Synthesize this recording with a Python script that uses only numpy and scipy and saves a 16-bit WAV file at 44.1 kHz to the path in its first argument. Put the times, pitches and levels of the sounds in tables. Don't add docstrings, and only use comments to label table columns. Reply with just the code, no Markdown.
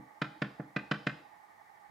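import sys
import numpy as np
from scipy import signal
from scipy.fft import rfft, irfft
from scipy.io import wavfile

SR = 44100
rng = np.random.default_rng(int(sys.argv[2]) if len(sys.argv) > 2 else 0)


def volts(x):
    e = np.asarray(x, float) / 20
    return 10 ** e


def bounce(signal):
    frames = np.transpose(np.atleast_2d(signal))
    limited = np.clip(frames, -1, 1)
    pcm = np.round(limited * 32767).astype(np.int16)
    wavfile.write(sys.argv[1], SR, pcm)


N = 83790


def add(mix, start_s, sound):
    at = round(start_s * SR)
    sound = sound[..., max(-at, 0):]
    part = mix[..., max(at, 0):][..., :sound.shape[-1]]
    part += sound[..., :part.shape[-1]]


def ring(modes, crest_s, t):
    out = 0
    for pitch_hz, level_db, t60_s in modes:
        out = out + volts(level_db - 60 * t / t60_s) * np.cos(2 * np.pi * pitch_hz * (t - crest_s))
    return out


# pitch_hz, level_db, t60_s
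TABLE = [(76, -36, .5), (131, -10, .2), (150, -12, .21), (205, -8, .16), (609, -9, .06)]
# pitch_hz, level_db, t60_s
TRAY = [(261, -20, .24), (279, -21, .24), (308, -15, .22), (370, -26, .16), (430, -15, .1),
        (468, -13, .065), (545, -19, .12), (715, -17, .12)]
TABLE_CREST_S, TRAY_CREST_S, SWELL_S = .0091, .0068, .002
PUSH_HZ, PUSH_TURNS, PUSH_SKEW = 262, 1.6, .75
PUSH_START_S, PUSH_DB = .0004, -3


def thump(level_db):
    t = np.arange(round(PUSH_TURNS / PUSH_HZ * SR)) / SR
    shape = np.sin(np.pi * (t * PUSH_HZ / PUSH_TURNS) ** PUSH_SKEW)
    push = -shape * np.sin(2 * np.pi * PUSH_HZ * t)
    t = np.arange(SR // 2) / SR
    out = ring(TABLE, TABLE_CREST_S, t) + ring(TRAY, TRAY_CREST_S, t)
    out = out * np.minimum(t / SWELL_S, 1) ** 2
    add(out, PUSH_START_S, volts(PUSH_DB) * push)
    return volts(level_db) * out


# pitch_hz, level_db
BLOCK = [(1080, -42), (1290, -44), (1550, 8.5), (1790, 8.5), (2000, 4), (2440, 6), (2950, -1.5),
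         (3350, -7.5), (3900, -9), (4700, -11.5), (5500, -51), (6600, -13), (8500, -16), (11000, -32)]
# delay_s, level_db
CONTACTS = [(.0007, -23), (.0020, -15), (.0031, -8), (.0041, -3), (.0060, 0), (.0087, -5), (.0112, -8)]
BLOCK_T60_S, BODY_HZ, SOFT_HZ = .0115, 1050, 4800
CHATTER_DB, CHATTER_S = -17, .004
CONTACT_SPREAD_DB, WIDTH = 1.5, .25


def rattle(level_db, hardness_db):
    t = np.arange(1024) / SR
    luck = rng.standard_normal((len(CONTACTS), 2))
    noise = rng.standard_normal((3, 1024))
    chatter = volts(CHATTER_DB) * noise * (t / CHATTER_S) * np.exp(1 - t / CHATTER_S)
    blows = 0.39 * chatter[0]
    for (delay_s, contact_db), (force, timing) in zip(CONTACTS, luck):
        add(blows, delay_s + .0001 * timing, -volts([contact_db + CONTACT_SPREAD_DB * force]))
    body = np.zeros(1024)
    for pitch_hz, mode_db in BLOCK:
        loss_db = 60 * t / BLOCK_T60_S * np.sqrt(pitch_hz / 1500)
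        body += volts(mode_db - loss_db) * np.sin(2 * np.pi * pitch_hz * t)
    band = signal.butter(2, [BODY_HZ, SOFT_HZ * volts(hardness_db)], "band", fs=SR, output="sos")
    struck = signal.fftconvolve(blows + WIDTH * chatter[1:], body[None], axes=1)
    return volts(level_db - 14) * signal.sosfilt(band, struck)


def read(points, hz):
    f, value = np.transpose(points)
    return np.interp(np.log(hz + 1), np.log(f + 1), value)


# pitch_hz, t60_s
ROOM = [(100, 0.1), (260, 0.44), (700, 0.58), (1800, 0.39), (4800, 0.67), (12000, 0.45)]
# pitch_hz, likeness (0 to 1)
ROOM_SAME = [(250, .99), (600, .78), (5000, .82)]
ROOM_START_S = .01


def room(x):
    length = SR // 2
    echoes = np.zeros((3, length))
    at = np.arange(0, length - 10, 10) + rng.integers(0, 10, (3, (length - 1) // 10))
    np.put_along_axis(echoes, at, rng.choice([-1., 1.], at.shape), 1)
    hz, t, z = signal.stft(echoes, SR, nperseg=256)
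    same = np.clip(read(ROOM_SAME, hz), 0, 1)[:, None]
    z = same * z[0] + np.sqrt(1 - same ** 2) * z[1:]
    z = z * volts(-60 * t / read(ROOM, hz)[:, None])
    tail = signal.istft(z, SR, nperseg=256)[1][:, :length]
    tail = tail * np.minimum(np.arange(length) / SR / ROOM_START_S, 1) ** 2
    return signal.fftconvolve(x[None], tail / np.linalg.norm(tail[0]), axes=1)


# start_s, thump_db, rattle_db, hardness_db
TAPS = [
    (-.040, -30.5, -55, -10),
    (.2170, -27, -21.5, .5),
    (.4185, -25.5, -23.5, 0),
    (.5964, -31, -37, -8),
    (.7627, -26.5, -23.5, 0),
    (.9126, -24.5, -19.5, 1),
    (1.0676, -25.5, -21.5, .5),
]
# delay_s, level_db
ECHOES = [(.0115, -17), (.0245, -12), (.0283, -17), (.0335, -19), (.0445, -21)]
RATTLE_LEAD_S, RIGHT_DB, ECHO_HZ = .0017, 2.6, 3300
ROOM_LOW_DB, ROOM_HIGH_DB = -10.5, -10.5


def taps():
    out = np.zeros((2, N))
    wall = signal.butter(1, ECHO_HZ, fs=SR, output="sos")
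    for start_s, thump_db, rattle_db, hardness_db in TAPS:
        low = thump(thump_db)
        high = rattle(rattle_db, hardness_db) * volts([[-RIGHT_DB / 2], [RIGHT_DB / 2]])
        add(out, start_s, low)
        add(out, start_s - RATTLE_LEAD_S, high)
        dull = signal.sosfilt(wall, high)
        for delay_s, level_db in ECHOES:
            add(out, start_s - RATTLE_LEAD_S + delay_s, volts(level_db) * dull)
        feed = volts(ROOM_LOW_DB) * low
        add(feed, 0, volts(ROOM_HIGH_DB) * high.mean(0))
        add(out, start_s, room(feed))
    return out


# start_s, level_db, length_s, pitch_hz
LIFTS = [
    (.358, -54, .04, 312),
    (1.2, -58, .04, 308),
    (.15, -67, .04, 300),
]


def lifts():
    out = np.zeros(N)
    for start_s, level_db, length_s, pitch_hz in LIFTS:
        t = np.arange(0, length_s, 1 / SR)
        swell = np.sin(np.pi * np.sqrt(t / length_s)) ** 2
        add(out, start_s, volts(level_db) * swell * np.sin(2 * np.pi * pitch_hz * t))
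    return out


def evened(x):
    return x / np.sqrt(np.mean(x ** 2) + 1e-20)


# pitch_hz, width_hz, left_db, right_db
WHIR = [(844.6, 82, -95, -57), (716, 190, -71, -66), (1183, 170, -74, -65.5), (937, 290, -72, -66.5),
        (1520, 300, -74, -88), (1810, 600, -80, -71), (1865, 245, -71, -67), (2133, 400, -70, -79)]
THROB_HZ, THROB = 12, .2


def whir():
    hz, t = np.fft.rfftfreq(N, 1 / SR), np.arange(N) / SR
    out = np.zeros((2, N))
    for pitch_hz, width_hz, left_db, right_db in WHIR:
        noise = rfft(rng.standard_normal((2, N)))
        band = irfft(noise / (1 + (2 * (hz - pitch_hz) / width_hz) ** 4), N)
        out += volts([[left_db], [right_db]]) * evened(band)
    return out * (1 + THROB * np.sin(2 * np.pi * THROB_HZ * t + 0.41))


# pitch_hz, level_db (dB per Hz)
HISS = [(40, -9), (120, 0), (400, 0), (1400, -3), (2500, -11), (5000, -15), (10000, -20), (15600, -22)]
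# pitch_hz, likeness (0 to 1)
SAME = [(60, 0.53), (290, 0.037), (3100, 0.12), (6800, 0.52), (15000, 0.94)]
HISS_DB = -68.5


def hiss():
    hz = np.fft.rfftfreq(N, 1 / SR)
    a, b = rfft(rng.standard_normal((2, N)))
    same = np.clip(read(SAME, hz), -1, 1)
    pair = np.array([a, same * a + np.sqrt(1 - same ** 2) * b])
    return volts(HISS_DB) * evened(irfft(pair * volts(read(HISS, hz)), N))


def scene():
    return taps() + lifts() + whir() + hiss()


def roll_off(x):
    return signal.sosfilt(signal.butter(12, 15660, fs=SR, output="sos"), x)


def record(dry):
    cut = signal.butter(2, 61, "high", fs=SR, output="sos")
    return roll_off(signal.sosfiltfilt(cut, dry))


dry = scene()
out = record(dry)
bounce(out)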